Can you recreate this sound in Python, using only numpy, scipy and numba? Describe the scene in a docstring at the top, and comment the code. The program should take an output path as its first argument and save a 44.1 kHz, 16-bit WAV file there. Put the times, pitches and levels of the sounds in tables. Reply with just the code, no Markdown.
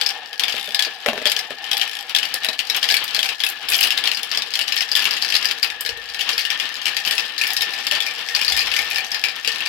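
"""A small room: glass marbles tumble down a plastic marble run close to a hand-held two-port microphone.
Knocks, ribs, glass ticks and thuds ring dying modes of the track pieces, with a chatter after each knock.
Rolling is gusty noise through four tube resonances, and plunges are short sine rings of the long tube.
Farther marbles clatter, the walls answer with short noise tails and the holding hand now and then rumbles."""
import sys
import numpy as np
from scipy import signal
from scipy.fft import rfft, irfft, next_fast_len
from scipy.io import wavfile
from scipy.ndimage import map_coordinates
from numba import njit

SR = 44100
rng = np.random.default_rng(int(sys.argv[2]) if len(sys.argv) > 2 else 0)


def materialize(psi):
    """Save the field psi as 16-bit PCM at rate SR to the path in sys.argv[1].

    A 1-D psi becomes a single channel; in a 2-D psi each row is a channel.
    """
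    bounded = np.clip(np.atleast_2d(psi).T, -1, 1)
    quanta = np.round(bounded * 32767).astype(np.int16)
    wavfile.write(sys.argv[1], SR, quanta)


def gain_from_db(level_db):
    """Turn a decibel level (scalar or array-like) into a linear amplitude factor."""
    decades = np.asarray(level_db, float) / 20
    return 10 ** decades


N = 426888  # samples
TOP_HZ = 16000  # ceiling of the modes and of the microphone


def unit(x):
    """Scales to rms 1."""
    return x / np.sqrt(np.mean(x ** 2) + 1e-20)


def along(points, hz):
    """Reads (f/Hz, value) points on a log frequency axis."""
    f, v = np.transpose(points)
    return np.interp(np.log(hz + 1), np.log(f + 1), v)


def curve(rows, axis=1):
    """Draws one level/dB column as a value per sample, silent outside its rows."""
    rows = np.asarray(rows)
    return np.interp(np.arange(N) / SR, rows[:, 0], rows[:, axis], -120, -120)


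def wobble(rate):
    """Draws a smooth random curve with rate knots a second."""
    knots = rng.standard_normal(int(N * rate / SR) + 4)
    return map_coordinates(knots, [np.arange(N) * rate / SR])


def filtered(x, response):
    """Shapes x by a response of frequency."""
    m = next_fast_len(N + SR // 4)
    return irfft(rfft(x, m) * response(np.fft.rfftfreq(m, 1 / SR)), m)[..., :N]


# Likeness of the sound at the two ports: f/Hz, correlation [-1 to 1]
PORT_LIKENESS = [(60, 0.44), (240, 0.96), (950, 0.76), (3770, 0.13), (15000, -0.23)]


def rush(gain, alike=PORT_LIKENESS):
    """Stereo noise of rms 1: gain sets its spectrum, the mid/side balance sets how alike the ports are."""
    def mid_side(hz):
        turn = np.arccos(np.clip(along(alike, hz), -1, 1)) / 2
        return gain(hz) * [np.cos(turn), np.sin(turn)]
    mid, side = filtered(rng.standard_normal((2, N)), mid_side)
    return unit(np.array([mid + side, mid - side]))


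def follow(hits, t60):
    """The strength of the blows at the left port, dying away over t60 seconds."""
    fading = gain_from_db(-60 * np.arange(SR // 4) / SR / t60)
    power = signal.oaconvolve(hits[0] ** 2, fading ** 2)[:N] / np.sum(fading ** 2)
    return np.sqrt(np.abs(power))


@njit
def add(out, start, step, rise, size):
    """Adds dying modes; step holds pitch and decay per sample, size the complex strength at each port."""
    for m in range(len(start)):
        z, gap = 1 + 0j, 1.
        end = min(out.shape[1], start[m] + int(-7 / np.log(abs(step[m]))))
        for i in range(start[m], end):
            out[0, i] += (1 - gap) * (size[0, m] * z).imag
            out[1, i] += (1 - gap) * (size[1, m] * z).imag
            z *= step[m]
            gap *= rise


# Modes of a track piece: f/Hz, level/dB
PLASTIC_MODES = [(150, -22), (250, -10), (350, -15.5), (460, 0.5), (630, 5.5), (780, -5.5), (1150, -7),
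                 (1450, 1), (1780, 7.5), (2200, 6.5), (2500, 7.5), (2850, 5.5), (3150, 5), (3550, 9.5),
                 (4100, 10), (4650, 15.5), (5150, 16.5), (5700, 10.5), (6700, 12), (7800, 15), (9000, 12),
                 (10300, 16), (11700, 23), (13000, 18.5), (14500, 13), (15600, 11)]
# Tone control points, the centres of body, main ring, wall and tick: f/Hz
COLOUR_HZ = [700, 2900, 4900, 11000]


def ring(s, db, colour_db, detune, scatter_db, t60, attack=.0004, spot_hz=None):
    """Every blow lands on another piece: the modes come shifted, at new strengths, in threes.
    t60 [s] is typical at 3 kHz; attack [s] is the time constant of the onset."""
    hz, level = np.repeat(PLASTIC_MODES, 3, axis=0).T
    chance = rng.standard_normal((len(s), len(hz), 5))
    tint = np.array([along(list(zip(COLOUR_HZ, c)), hz) for c in colour_db])
    hz = np.minimum(hz * np.exp(detune * chance[..., 0]), TOP_HZ)
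    if spot_hz is not None:  # modes near the pitch of the struck spot take most of the blow
        tint = tint + 9 * np.exp(-(np.log(hz / spot_hz[:, None]) / .11) ** 2)
    # plastic damps high modes faster
    t60 = t60 * (hz / 3000) ** -.9 * np.exp(.25 * chance[..., 1])
    step = np.exp((2j * np.pi * hz - np.log(1000) / t60) / SR)
    # neighbouring modes start in step, which makes the attack sharp
    sign = np.repeat(np.sign(chance[:, ::3, 3]), 3, axis=1)
    size = gain_from_db(level + tint + scatter_db * chance[..., 2]) * sign
    # the blow's energy is shared out among the modes
    size = size * (gain_from_db(db) / np.linalg.norm(size, axis=1))[:, None]
    # high modes radiate in lobes, so the two ports hear them with unrelated phase
    apart = np.sqrt(-2 * np.log(np.clip(along(PORT_LIKENESS, hz), .01, 1)))
    ports = np.array([size.ravel() + 0j, (size * np.exp(1j * apart * chance[..., 4])).ravel()])
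    # modes too faint to matter are skipped
    heard = (np.abs(size) > gain_from_db(db - 33)[:, None]).ravel()
    start = np.repeat(np.round(s * SR).astype(np.int64), hz.shape[1])
    out = np.zeros((2, N))
    add(out, start[heard], step.ravel()[heard], np.exp(-1 / (attack * SR)), ports[:, heard])
    return out


# Marble on plastic: t/s, level/dB of the blow, f/Hz of the struck spot
KNOCKS = [(0.0124, -5, 3480), (0.0618, -4, 5250), (0.0897, -9, 5260), (0.3297, -19, 3100),
          (0.3956, -6, 3070), (0.4359, -8, 3510), (0.4816, -10, 3070), (0.4958, -12, 3070),
          (0.5235, -14, 3120), (0.7459, -5, 3800), (0.792, -5, 3480), (0.8233, -5, 3130),
          (0.8487, -10, 4410), (1.2552, -5, 3310), (1.2651, -7, 3310), (1.2722, -9, 4830),
          (1.298, -10, 2640), (1.3177, -6, 3110), (1.3643, -7, 3170), (1.3906, -8, 5090),
          (1.6417, -18, 3000), (1.7138, -7, 3070), (1.7314, -9, 3390), (1.7687, -9, 3490),
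          (1.7965, -15, 3060), (1.814, -6, 3050), (2.0946, -16, 3850), (2.1487, -4, 3470),
          (2.1628, -6, 3480), (2.186, -9, 2940), (2.2299, -11, 2950), (2.2532, -11, 2960),
          (2.3403, -8, 4900), (2.434, -16, 3900), (2.446, -7, 3840), (2.4868, -9, 4110),
          (2.5311, -17, 3940), (2.5911, -6, 2990), (2.6988, -6, 4170), (2.7465, -11, 3230),
          (2.7695, -13, 3210), (2.829, -6, 3260), (2.8411, -8, 3240), (2.8889, -7, 3230),
          (2.9014, -6, 3960), (2.911, -7, 5100), (2.9228, -8, 4260), (2.9411, -6, 2540), (2.9676, -6, 3950),
          (3.0788, -14, 3260), (3.1468, -6, 4410), (3.164, -10, 2420), (3.1912, -7, 3320),
          (3.2292, -7, 3120), (3.2475, -13, 2480), (3.2583, -13, 2660), (3.2896, -8, 2630),
          (3.4027, -11, 3290), (3.4366, -5, 3560), (3.4659, -11, 2820), (3.686, -10, 3270),
          (3.7203, -9, 2490), (3.7343, -8, 3260), (3.7437, -6, 3280), (3.752, -8, 2890), (3.7882, -9, 3000),
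          (3.8106, -6, 2930), (3.8288, -5, 2850), (3.838, -6, 2860), (3.8477, -8, 2900),
          (3.8722, -12, 2940), (3.9056, -6, 2950), (3.9217, -11, 2930), (3.9748, -7, 3840),
          (4.0389, -10, 3390), (4.0555, -11, 3430), (4.0741, -7, 2860), (4.1153, -8, 3010),
          (4.1472, -12, 5080), (4.1714, -13, 2870), (4.2322, -14, 3200), (4.3148, -9, 5170),
          (4.3487, -12, 2950), (4.3734, -6, 4750), (4.4203, -10, 3700), (4.5381, -9, 4120),
          (4.5545, -8, 3000), (4.591, -6, 2870), (4.6129, -10, 2820), (4.6805, -11, 3230),
          (4.7223, -7, 2690), (4.7652, -10, 3240), (4.7769, -6, 5160), (4.8069, -5, 5220),
          (4.8216, -10, 3250), (4.916, -6, 4810), (4.9525, -3, 3330), (4.9636, -9, 3320),
          (4.971, -10, 2900), (4.9928, -9, 2990), (5.022, -10, 2920), (5.0539, -6, 2950),
          (5.1088, -6, 4710), (5.1376, -12, 4660), (5.1668, -10, 3070), (5.223, -6, 4630),
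          (5.2476, -9, 4690), (5.2875, -12, 5050), (5.3019, -9, 4630), (5.3228, -9, 3040),
          (5.3414, -8, 4210), (5.3526, -2, 4670), (5.364, -7, 4760), (5.4269, -12, 4680),
          (5.4458, -9, 2950), (5.4549, -5, 4660), (5.487, -12, 4470), (5.511, -8, 3120), (5.6288, -4, 4670),
          (5.6471, -11, 2510), (5.7012, -15, 2580), (5.85, -15, 3000), (5.8617, -10, 3820),
          (5.891, -13, 2790), (6.1452, -15, 4150), (6.1925, -14, 2700), (6.2093, -9, 3090),
          (6.2909, -6, 2940), (6.3313, -11, 4820), (6.3794, -6, 4620), (6.393, -10, 2760),
          (6.409, -11, 4680), (6.4511, -12, 2900), (6.5027, -7, 3050), (6.5991, -9, 3140),
          (6.6548, -18, 3050), (6.8159, -18, 3070), (6.8559, -8, 2850), (6.8657, -9, 2840),
          (6.8802, -13, 2850), (6.9667, -7, 3380), (7.0504, -12, 2860), (7.0743, -10, 2870),
          (7.1097, -5, 3040), (7.1798, -8, 2670), (7.3799, -11, 4340), (7.4132, -9, 2530),
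          (7.4367, -10, 2500), (7.4687, -11, 2440), (7.5043, -11, 3570), (7.5662, -6, 5100),
          (7.6082, -9, 3480), (7.6206, -7, 3140), (7.7376, -16, 2490), (7.8679, -8, 3740),
          (7.912, -5, 3030), (7.9509, -10, 3050), (8.0038, -8, 3450), (8.0644, -12, 2330),
          (8.287, -14, 2140), (8.3492, -6, 4540), (8.3619, -9, 2490), (8.3922, -13, 2510),
          (8.4133, -7, 2670), (8.447, -8, 4650), (8.48, -5, 4620), (8.4984, -11, 4790), (8.5213, -5, 3550),
          (8.566, -9, 4680), (8.5744, -9, 2470), (8.5917, -7, 4650), (8.6055, -11, 2500),
          (8.6175, -13, 2490), (8.6713, -12, 2420), (8.7158, -11, 2620), (8.7388, -10, 3100),
          (8.764, -7, 2150), (8.7896, -8, 2200), (8.8268, -17, 3020), (8.9108, -11, 2390),
          (8.9591, -8, 2530), (8.9829, -11, 2510), (9.1171, -9, 5180), (9.1451, -9, 5190),
          (9.2385, -6, 2380), (9.2843, -13, 2500), (9.4472, -12, 2720), (9.4754, -5, 3000),
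          (9.5183, -13, 4360), (9.6053, -16, 2750), (9.6599, -13, 2350)]


def knocks():
    """Each clear knock, then the marble chattering against the wall in a few mostly fainter contacts."""
    rebounds = 3
    first_db, fade_db_per_s = -7, 260  # chatter under the knock, then its fade with time
    s, db, spot_hz = np.transpose(KNOCKS)
    colour = [-15.5, 3, 0, -13] + rng.normal(0, 2.2, (len(s), len(COLOUR_HZ)))
    blow = ring(s, db, colour, detune=.059, scatter_db=2, t60=.035, attack=.0004, spot_hz=spot_hz)
    flights = rng.uniform(.002, .011, (len(s), rebounds))  # seconds between contacts
    late = np.cumsum(flights, axis=1)
    after_db = (db + first_db)[:, None] - fade_db_per_s * late + rng.normal(0, 2.5, late.shape)
    chatter = ring((s[:, None] + late).ravel(), after_db.ravel(), np.repeat(colour, rebounds, axis=0),
                   detune=.057, scatter_db=4.5, t60=.023, attack=.00025,
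                   spot_hz=np.repeat(spot_hz, rebounds))
    return blow + chatter


# A marble runs over a ribbed piece: t/s of the first rib, t/s between ribs, level/dB, f/Hz of the spot
RIBS = [(.549, .0157, -18.5, 3500), (1.877, .0187, -19, 3200)]
# Taps in each run: [count]
RIB_COUNTS = (12, 9)


def ribs():
    """Nearly even runs of light taps: each rib strikes the modes around its run's pitch."""
    first, gap, db, spot_hz = np.repeat(RIBS, RIB_COUNTS, axis=0).T
    slip, size = rng.standard_normal((len(gap), 2)).T
    rib = np.concatenate([np.arange(count) for count in RIB_COUNTS])
    s = first + gap * (rib + .05 * slip)
    return ring(s, db + 1.5 * size, [[-20, 3, -3, -8]] * len(gap),
                detune=.03, scatter_db=2.5, t60=.03, attack=.0006, spot_hz=spot_hz)


# Marble on marble: t/s, level/dB
TICKS = [(0.3955, -16), (1.2979, -17), (1.3174, -15), (1.7794, -14), (2.1625, -13), (2.3426, -7),
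         (2.6988, -15), (2.7651, -7), (2.8888, -16), (2.9228, -14), (2.9432, -10), (3.041, -11),
         (3.4366, -15), (3.4491, -12), (3.4654, -14), (3.4895, -9), (3.5002, -13), (3.6905, -9),
         (3.7014, -7), (3.7144, -12), (3.7274, -11), (3.7653, -11), (3.7808, -11), (3.8077, -6),
         (3.8189, -16), (3.8324, -11), (3.8478, -11), (3.8716, -11), (4.2308, -14), (4.7606, -16),
         (4.9606, -9), (4.9714, -12), (5.0439, -16), (5.8087, -9), (7.0818, -17), (7.1526, -15),
         (6.393, -16), (7.064, -18), (7.4764, -12), (7.5343, -11), (7.6191, -13), (8.5739, -14),
         (8.902, -15)]


def ticks():
    """Glass meets glass in so short a contact that the highest modes under it lead."""
    s, db = np.transpose(TICKS)
    return ring(s, db, [[-45, -17, -11, 0]] * len(s), detune=.09, scatter_db=2.5, t60=.031, attack=.00015)


# Heavier drops into a hollow piece: t/s, level/dB
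THUDS = [(.542, -19), (.68, -21), (.869, -22), (1.061, -2), (1.081, -11), (1.086, -4), (1.132, -12),
         (1.157, -18), (1.178, -13), (1.217, -15), (1.259, -15), (1.506, -15), (2.341, -20), (2.487, -19),
         (2.919, -19), (3.181, -21), (4.375, -21)]


def thuds():
    """A heavier drop shakes the whole piece: low modes lead and hang on, the walls stay dull."""
    s, db = np.transpose(THUDS)
    boom_hz = np.full(len(s), 165)  # modes near this pitch are favoured
    blow = ring(s, db, [[-1, 0, -12, -26]] * len(s),
                detune=.1, scatter_db=2.5, t60=.011, spot_hz=boom_hz)
    boom = ring(s, db - 14, [[0, -8, -30, -40]] * len(s),
                detune=.15, scatter_db=3, t60=.025, attack=.003, spot_hz=boom_hz)
    return blow + boom


# Air resonances of the tubes, the long one first; the last two lists are the short tube at two pitches: f/Hz,
# width/Hz, level/dB
TUBES = [
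    [(473, 55, 0)],
    [(788, 150, 0)],
    [(1800, 90, 0)],
    [(1700, 100, 0)],
]
# A marble drops into the long tube: t/s, peak level/dB
PLUNGES = [(5.853, -39), (5.891, -33), (5.975, -38), (9.475, -30)]


def plunges():
    """The air in the long tube rings briefly: a decaying sine from each drop."""
    t60 = .11  # seconds
    tube_hz = TUBES[0][0][0]
    out = np.zeros(N)
    for s, db in PLUNGES:
        since = (np.arange(N) / SR - s).clip(0)
        out += gain_from_db(db - 60 * since / t60) * np.sin(2 * np.pi * tube_hz * since)
    return out


# The crowded top modes, spectrum shape: f/Hz, level/dB
SIZZLE = [(5000, -24), (6500, -2), (9000, -6), (11700, 0), (16000, -11)]


def sizzle(hits):
    """The top modes lie too close to tell apart: each contact sets off a short bright noise burst."""
    under_db, t60 = -17.5, .032  # level against the contacts, decay in seconds
    return gain_from_db(under_db) * follow(hits, t60) * rush(lambda hz: gain_from_db(along(SIZZLE, hz)))


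# Spectrum shape of the rolling rush: f/Hz, level/dB
ROLL = [(59, -58), (100, -19), (300, -11), (634, -11), (1000, -4), (1280, -1.5), (1800, -3), (2990, 6),
        (5200, -8), (6300, -20), (8640, -27.5), (11900, -24.5), (16000, -36)]
# Hum of the tubes before their gusts: t/s, then level/dB of each list in the order of TUBES
HUM = [(0.0, -58, -46, -47, -45), (0.78, -59, -46, -46, -46), (4.47, -60, -53, -48, -45),
       (5.36, -60, -50, -46, -42), (6.04, -56, -51, -44, -46), (6.55, -59, -51, -39, -45),
       (7.68, -60, -48, -38, -46), (9.68, -56, -49, -40, -47)]
# Activity of marbles further down the run: t/s, level/dB
TRAFFIC = [(0.0, -34), (0.91, -35), (2.2, -33), (3.1, -29), (3.69, -32), (3.88, -28), (4.34, -30),
           (5.2, -27), (5.74, -33), (6.2, -33), (6.36, -29), (8.0, -26), (8.3, -30), (8.55, -26),
           (9.33, -30), (9.68, -25.5)]


def rolling(hits):
    """Glass on plastic rushes unevenly, hardest just after blows, and sets the air in three tubes humming; the
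    short tube's hum moves between pitches near 1800 and 1700 Hz."""
    rush_db = -5.5  # over the traffic level
    skid = follow(hits, t60=.27)

    def peaks(modes):
        return lambda hz: sum(gain_from_db(db) / (1 + (2 * (hz - c) / width) ** 2) for c, width, db in modes)

    hums = 0
    for k, tube in enumerate(TUBES):
        gusts = gain_from_db(2.5 * wobble(25) + 1.7 * wobble(5)) * (1 + 11 * skid)
        hums = hums + gain_from_db(curve(HUM, axis=k + 1)) * gusts * rush(peaks(tube))
    strength = gain_from_db(curve(TRAFFIC) + rush_db) + .18 * skid
    unevenness = gain_from_db(2.85 * wobble(40) + 1.1 * wobble(9.6))
    return hums + strength * unevenness * rush(lambda hz: gain_from_db(along(ROLL, hz)))


def clatter():
    """Many small contacts of marbles further down the run, short rings that follow the traffic level."""
    count = 1400
    over_db, spread_db = -1.5, 4.2  # least level over the traffic, scale of the random rise above it
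    s, size, *tint = rng.random((count, 5)).T
    s = s * N / SR
    db = curve(TRAFFIC)[(s * SR).astype(int)] + over_db - spread_db * np.log(np.maximum(size, .05))
    tint = np.transpose([tint[0], .5 + 0 * s, tint[1], tint[2]])  # the main ring is left as it is
    colour = np.array([-23, -2.5, -1.5, -15]) + 8 * (tint - .5)
    return ring(s, db, colour, detune=.07, scatter_db=4, t60=.018, attack=.0002)


# Fingers shift, before wobble and port balance: t/s of the peak, level/dB, t/s of a 20 dB fall
HANDLING = [(3.71, -50, .06), (5.74, -60, .08), (5.93, -45, .12), (6.11, -55, .06), (7.59, -49, .06),
            (8.5, -46, .5)]
# Spectrum shape of the rumble: f/Hz, level/dB
RUMBLE = [(20, -16.5), (55, 10), (110, -6), (200, -19)]


def handling():
    """Fingers shift on the case: low lumps of noise, strongest at the right port, over a faint rumble."""
    still_db, rise_s = -81, .06  # resting hand; time of a 20 dB rise
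    t = np.arange(N) / SR
    level = gain_from_db(still_db)
    for s, db, fall_s in HANDLING:
        level = level + gain_from_db(db - 20 * np.maximum((s - t) / rise_s, (t - s) / fall_s))
    port_balance = gain_from_db([[-6], [5]])  # left, right
    noise = rush(lambda hz: gain_from_db(along(RUMBLE, hz)) * (hz < 260), [(50, .3)])
    return level * gain_from_db(.83 * wobble(18)) * port_balance * noise


# Decay of the walls' answer: f/Hz, t60/s
ROOM = [(200, 0.15), (2000, 0.2), (12000, 0.12)]


def room(x):
    """Noise tails: each frequency of the walls' answer dies at its own speed, with its own port likeness.
    Marbles and microphone keep moving, so the answer changes from moment to moment."""
    places = 4
    hz, t, z = signal.stft(rng.standard_normal((places, 2, SR // 3)), SR, nperseg=256)
    alike = np.clip(along(PORT_LIKENESS, hz), 0, 1)[:, None]
    z = np.stack([z[:, 0], alike * z[:, 0] + np.sqrt(1 - alike ** 2) * z[:, 1]], axis=1)
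    tails = signal.istft(z * gain_from_db(-60 * t / along(ROOM, hz)[:, None]), SR, nperseg=256)[1]
    tails = tails / np.linalg.norm(tails[0, 0])
    tails = np.pad(tails, ((0, 0), (0, 0), (180, 0)))  # 4 ms before the walls answer
    # another random place every 900 samples, about 20 ms
    place = np.repeat(rng.integers(places, size=N // 900 + 1), 900)[:N]
    return sum(signal.oaconvolve(x * (place == k), tail, axes=1)[:, :N] for k, tail in enumerate(tails))


def scene():
    """Mixes the run, its room and the hand."""
    near = knocks() + ribs() + ticks() + thuds()
    hits = near + clatter() + plunges()
    hits = hits + sizzle(hits)
    # the microphone moves away at 5.75 s and hears more of the walls
    wet = gain_from_db(np.where(np.arange(N) / SR < 5.75, -8, -5.5))
    return hits + room(wet * hits) + rolling(near) + handling()


# Left port over right: f/Hz, level/dB
PORT_LEAN = [(60, -1.5), (130, 0.5), (290, -2), (640, 0.5), (1410, 2.5), (3100, 15.5), (6820, 5.5),
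             (15000, 0)]


def low_pass(x):
    """Removes everything above the highest recorded frequency."""
    return signal.sosfilt(signal.butter(12, 16830, fs=SR, output="sos"), x)


def record(dry):
    """The left port resonates around 3 kHz and takes most of the treble there; loud peaks clip softly."""
    def share(hz):
        lean = np.outer([-1, 1], along(PORT_LEAN, hz))
        return 2 / (1 + gain_from_db(lean)) * (hz < TOP_HZ)
    x = filtered(dry, share)
    mix = x / (1 + np.abs(x) ** 8) ** (1 / 8)
    return low_pass(mix)


dry = scene()
out = record(dry)
materialize(out)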